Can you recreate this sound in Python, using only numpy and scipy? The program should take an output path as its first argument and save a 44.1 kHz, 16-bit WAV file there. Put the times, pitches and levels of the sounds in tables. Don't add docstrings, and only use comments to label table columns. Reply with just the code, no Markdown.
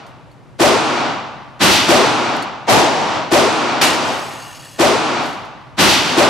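import sys
import numpy as np
from scipy import signal
from scipy.io import wavfile

SR = 44100
rng = np.random.default_rng(int(sys.argv[2]) if len(sys.argv) > 2 else 0)


def unload_audio(sound):
    columns = np.transpose(np.atleast_2d(sound))
    steps = np.round(np.clip(columns, -1, 1) * 32767)
    wavfile.write(sys.argv[1], SR, steps.astype(np.int16))


N = 277385

# (frequency [Hz], left-right correlation)
LIKENESS = [(50, -.1), (100, 0), (170, .2), (300, .75), (600, .78), (1200, .68), (2500, .6), (5000, .72),
            (9000, .5), (14000, .55)]
# (frequency [Hz], left over right [dB])
LEFT_LEAD = [(60, 6), (180, -3), (550, -1), (1650, -0.5), (4970, 0), (15000, -0.5)]
HALVES = np.array([[.5], [-.5]])

# (frequency [Hz], density [dB per Hz])
AIR = [(18, -64), (30, -29), (43, -2), (86, -18), (120, 2), (160, -11), (196, -17), (304, -13),
       (373, -21.5), (577, -17.5), (11700, -51), (14000, -83)]
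AIR_DB = -42

# (time [s], level [dB], gun, microphone feed)
SHOTS = [(.583, 3.5, "next bay", "second"), (1.592, 2.5, "heavy load", "second"),
         (1.869, 3, "next bay", "first"), (2.666, 1.5, "far bay", "second"),
         (3.301, 3.5, "next bay", "second"), (3.808, -4.5, "light load", "first"),
         (4.776, 0.5, "next bay", "first"), (5.768, 2, "heavy load", "second"),
         (6.153, -2, "next bay", "first")]
# (frequency [Hz], density [dB per Hz])
NEXT_BAY = [(24, -47), (40, -22), (300, -1), (461, 8.5), (535, 3), (606, 6), (1680, -17), (5300, -21),
            (15500, -57)]
HEAVY_LOAD = [(24, -54), (40, -6.5), (325, -0.5), (417, -7), (1160, -5), (2160, -8), (2450, -5.5),
              (4680, -9.5), (15500, -38)]
LIGHT_LOAD = [(290, -37), (500, -47), (1100, -1), (2330, 0), (2570, 1.5), (3280, -2), (4190, 1),
              (15500, -20)]
FAR_BAY = [(40, -22.5), (96, -10), (200, -5), (350, -3), (470, -6), (600, 3.5), (950, -0.5), (1300, -14),
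           (1700, -13), (6000, -22), (15500, -59)]
# (fade-in to half amplitude [s], early sound over tail [dB],
# early decay t60 [s], left over right [dB], backstop echo over early sound [dB])
GUNS = [(0.026, -2.5, 0.74, 0, 1), (0.035, 10, 0.69, -1, -3.5), (0.008, 8.5, 0.2, .3, -17),
        (0.036, 17.5, 0.63, 0.5, -9)]
# (frequency [Hz], density [dB per Hz])
TAIL = [(40, -46), (100, -9.5), (145, -9), (200, -6.5), (300, -2), (450, -9), (650, -3.5), (900, -1.6),
        (1300, -4.5), (1650, -11), (2800, -12), (5700, -21), (10000, -36.5), (15500, -103)]
# (frequency [Hz], t60 [s])
HALL_T60 = [(50, 1.1), (150, 1.46), (400, 1.047), (900, 1.485), (2000, 1.27), (4000, 1.14), (8000, 0.82),
            (14000, 0.28)]
ONSET_DB = 54.5
BACKSTOP_S, BACKSTOP_HZ = 0.12, 2310
EARLIER_AGO_S, EARLIER_DB = .62, -8.5

# (time [s], level [dB], snap decay to 1/e [s])
CLICKS = [(.064, -43, 0.028), (.314, -50, 0.017), (2.365, -25.5, 0.0055), (2.424, -24, 0.0096),
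          (4.419, -41, 0.011), (4.574, -58, 0.0081), (4.648, -33, .008), (5.259, -33, .015),
          (5.329, -35, 0.011), (5.449, -42, .012)]
# (frequency [Hz], relative level [dB], t60 [s])
STEEL = [(4400, 5, 0.043), (6340, -11, .04), (6880, -4, 0.056), (8500, -4, .03), (10900, -17, 0.084),
         (12600, -21, .05)]

# (delay [s], length [s], start frequency [Hz], end frequency [Hz], level before decay [dB])
BOOMS = [(.024, .06, 330.3, 1050, 6), (0.057, .05, 601, 650, 7.5), (.094, .09, 360, 440, 4),
         (0.131, .03, 722.6, 820, 6)]
ECHO_GAP_S, ECHO_SWELL_S, BOOM_T60_S = .02, .0042, 0.97
ECHO_STRAY, ECHO_SPREAD_DB = .03, 2.0

# (start [s], length [s], level of the rings [dB], fading [dB per s])
RATTLE = [(4.0, .82, -37.5, 6.5), (5.198, .33, -33.5, 110)]
# (frequency [Hz], bandwidth [Hz], relative level [dB])
BRASS = [(1820, 90, 1), (2850, 130, 2.5), (3360, 70, -6), (4140, 89, -7), (4560, 40, -3), (5000, 76, -6),
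         (5400, 49, -7), (6480, 120, -4), (6930, 41, -7), (7900, 48, -6), (8400, 90, -16), (9500, 50, -15),
         (10530, 50, -15), (11900, 50, -22), (12700, 60, -27), (13400, 60, -17)]
RATTLE_RISE_S, RATTLE_FALL_S = 0.082, 0.028

FEED_DB = [-0.39, -0.08]
SENSE_S, ATTACK_S = .025, 0.16
HOLD_DB, SQUEEZE = -16, 0.79
OVERLOAD = 0.39
QUIET_DB, QUIET_DROP_DB, QUIET_WIDTH_DB, QUIET_S = -20.5, 2, 1.2, 0.0078

CUTOFF_HZ = 16200


def from_db(db):
    return np.exp(np.asarray(db) * np.log(10) / 20)


def rms_one(x):
    return x / np.sqrt(np.mean(x ** 2) + 1e-20)


def at_hz(points, hz):
    table = np.array(points)
    return np.interp(np.log(hz), np.log(table[:, 0]), table[:, 1])


def filtered(x, order, hz, kind):
    return signal.sosfilt(signal.butter(order, hz, kind, fs=SR, output="sos"), x)


def bands(size):
    edges = 30 * 2 ** np.arange(0, 9.4, 1 / 3)
    white = rng.standard_normal((2, 2, size))
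    out = []
    for k, (low, high) in enumerate(zip(edges, edges[1:])):
        mid, side = filtered(white[k % 2], 3, [low, high], "band")
        hz = np.sqrt(low * high)
        alike = np.clip(at_hz(LIKENESS, hz), -1, 1)
        pair = np.sqrt(1 + alike) * mid + np.sqrt(1 - alike) * side * [[1], [-1]]
        out.append((hz, pair * from_db(at_hz(LEFT_LEAD, hz) * HALVES)))
    return out


def ventilation():
    air = sum(from_db(at_hz(AIR, hz)) * noise for hz, noise in bands(size=N))
    return from_db(AIR_DB) * rms_one(air)


def blast(colour, half_s, early_db, early_t60, pan_db, echo_db):
    t = np.arange(2 * SR) / SR
    early, tail = 0, 0
    for hz, noise in bands(size=len(t)):
        early = early + from_db(at_hz(colour, hz)) * noise
        decay_db = -60 * (t - .35) / at_hz(HALL_T60, hz)
        tail = tail + from_db(at_hz(TAIL, hz) + decay_db) * noise
    tail = tail / np.sqrt(np.mean(tail[:, :SR // 20] ** 2))
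    early = rms_one(early) * from_db(early_db + pan_db * HALVES)

    late = np.maximum(t - BACKSTOP_S, 0)
    slap = filtered(early[:, ::-1], 2, BACKSTOP_HZ, "high")
    slap = slap * from_db(echo_db - 60 * late / early_t60) * (1 - np.exp(-late / 0.0035))

    dying = early * from_db(-60 * t / early_t60) + slap + tail
    return dying / (1 + from_db(ONSET_DB * (1 - np.minimum(t / half_s, 3))))


def gunfire():
    colours = {"next bay": NEXT_BAY, "heavy load": HEAVY_LOAD, "light load": LIGHT_LOAD, "far bay": FAR_BAY}
    answers = {name: blast(colour, *gun) for (name, colour), gun in zip(colours.items(), GUNS)}
    answers["next bay"] = answers["next bay"] + booms()
    feeds = {name: np.zeros((2, N + 2 * SR)) for name in ("first", "second")}
    dying = answers["far bay"][:, round(EARLIER_AGO_S * SR):]
    feeds["first"][:, :dying.shape[1]] += from_db(EARLIER_DB) * dying
    for s, level_db, gun, feed in SHOTS:
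        at = round(s * SR)
        feeds[feed][:, at:at + 2 * SR] += from_db(level_db) * answers[gun]
    return [feed[:, :N] for feed in feeds.values()]


def clicks():
    t, out = np.arange(SR // 4) / SR, np.zeros(N + SR)
    scatter_db = rng.normal(0, 3, (len(CLICKS), len(STEEL)))
    hiss = filtered(rng.standard_normal(N + SR), 2, [3500, 12500], "band")
    for (s, click_db, snap_s), blows in zip(CLICKS, scatter_db):
        at = round(s * SR)
        rings = 0
        for (hz, level_db, t60), blow_db in zip(STEEL, blows):
            decay = from_db(level_db - 8.0 + blow_db - 60 * t / t60)
            rings = rings + decay * np.sin(2 * np.pi * hz * t)
        snap = from_db(-7.5) * hiss[at:at + len(t)] * np.exp(-t / snap_s)
        out[at:at + len(t)] += from_db(click_db) * (rings + snap)
    return out[:N]


def booms():
    t, out = np.arange(SR // 2) / SR, np.zeros(2 * SR)
    for delay, length, start_hz, end_hz, level_db in BOOMS:
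        count = round(length / ECHO_GAP_S) + 1
        chance = rng.standard_normal((8, 3))
        for k, (stray, spread, phase) in enumerate(chance[:count]):
            glide = (end_hz / start_hz) ** (k * ECHO_GAP_S / length)
            hz = start_hz * glide * (1 + ECHO_STRAY * stray)
            age = np.maximum(t - delay - k * ECHO_GAP_S, 0) / ECHO_SWELL_S
            swell = age * np.exp(1 - age)
            gain = from_db(level_db + ECHO_SPREAD_DB * spread - 60 * t / BOOM_T60_S)
            out[:len(t)] += gain * swell * np.sin(2 * np.pi * (hz * t + phase))
    return out * from_db(5 * HALVES)


def ring(touches, hz, t60):
    r, w = from_db(-60 / (t60 * SR)), 2 * np.pi * hz / SR
    return signal.lfilter([0, np.sin(w)], [1, -2 * r * np.cos(w), r * r], touches + 1e-18)


def rattle():
    happens = rng.random(N) < 2500 / SR
    strength = from_db(2.1 * np.minimum(rng.exponential(1, N), 4))
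    touches = happens * strength * rng.choice([-1, 1], N)
    t, rings = np.arange(N) / SR, 0
    steps = np.arange(0, t[-1] + .1, .05)
    for hz, width, level_db in BRASS:
        shifting_db = np.interp(t, steps, rng.uniform(-5, 5, len(steps)))
        mine = touches * (rng.random(N) < .3) * from_db(shifting_db)
        rings = rings + from_db(level_db) * rms_one(ring(mine, hz, 2.2 / width))
    scrape = filtered(touches, 2, [2000, 11000], "band")
    bouts = 0
    for s, length, level_db, fade_db in RATTLE:
        edges = np.minimum((t - s) / RATTLE_RISE_S, (s + length - t) / RATTLE_FALL_S)
        bouts = bouts + from_db(level_db - fade_db * np.maximum(t - s, 0)) * np.clip(edges, 0, 1)
    return (rms_one(rings) + 0.77 * rms_one(scrape)) * bouts


def follow(x, seconds):
    keep = np.exp(-1 / (seconds * SR))
    return signal.lfilter([1 - keep], [1, -keep], x)


def feed_amplifier(x):
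    level_db = 10 * np.log10(follow(np.mean(x ** 2, axis=0), SENSE_S) + 1e-12)
    wanted_db = SQUEEZE * np.maximum(level_db - HOLD_DB, 0)
    cut_db = np.minimum(wanted_db, follow(wanted_db, ATTACK_S))
    above = (follow(level_db, QUIET_S) - QUIET_DB) / QUIET_WIDTH_DB
    quiet = 2 / (2 + np.exp(np.clip(above, -30, 30)))
    driven = x * from_db(-cut_db - QUIET_DROP_DB * quiet) / OVERLOAD
    return OVERLOAD * driven / (1 + driven ** 4) ** .25


def scene():
    small = clicks() + rattle()
    feeds = zip(gunfire(), FEED_DB)
    mixed = sum(from_db(fader_db) * feed_amplifier(feed) for feed, fader_db in feeds)
    return mixed + small * from_db(.8 * HALVES) + ventilation()


def record(dry):
    body = filtered(dry, 1, [150, 1100], "band")
    coloured = dry + body * [[.17], [-.14]]
    coloured = filtered(coloured, 3, 70, "high")
    coloured = filtered(coloured, 1, 12000, "low")
    return signal.sosfilt(signal.cheby2(16, 90, CUTOFF_HZ, fs=SR, output="sos"), coloured)


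dry = scene()
out = record(dry)
unload_audio(out)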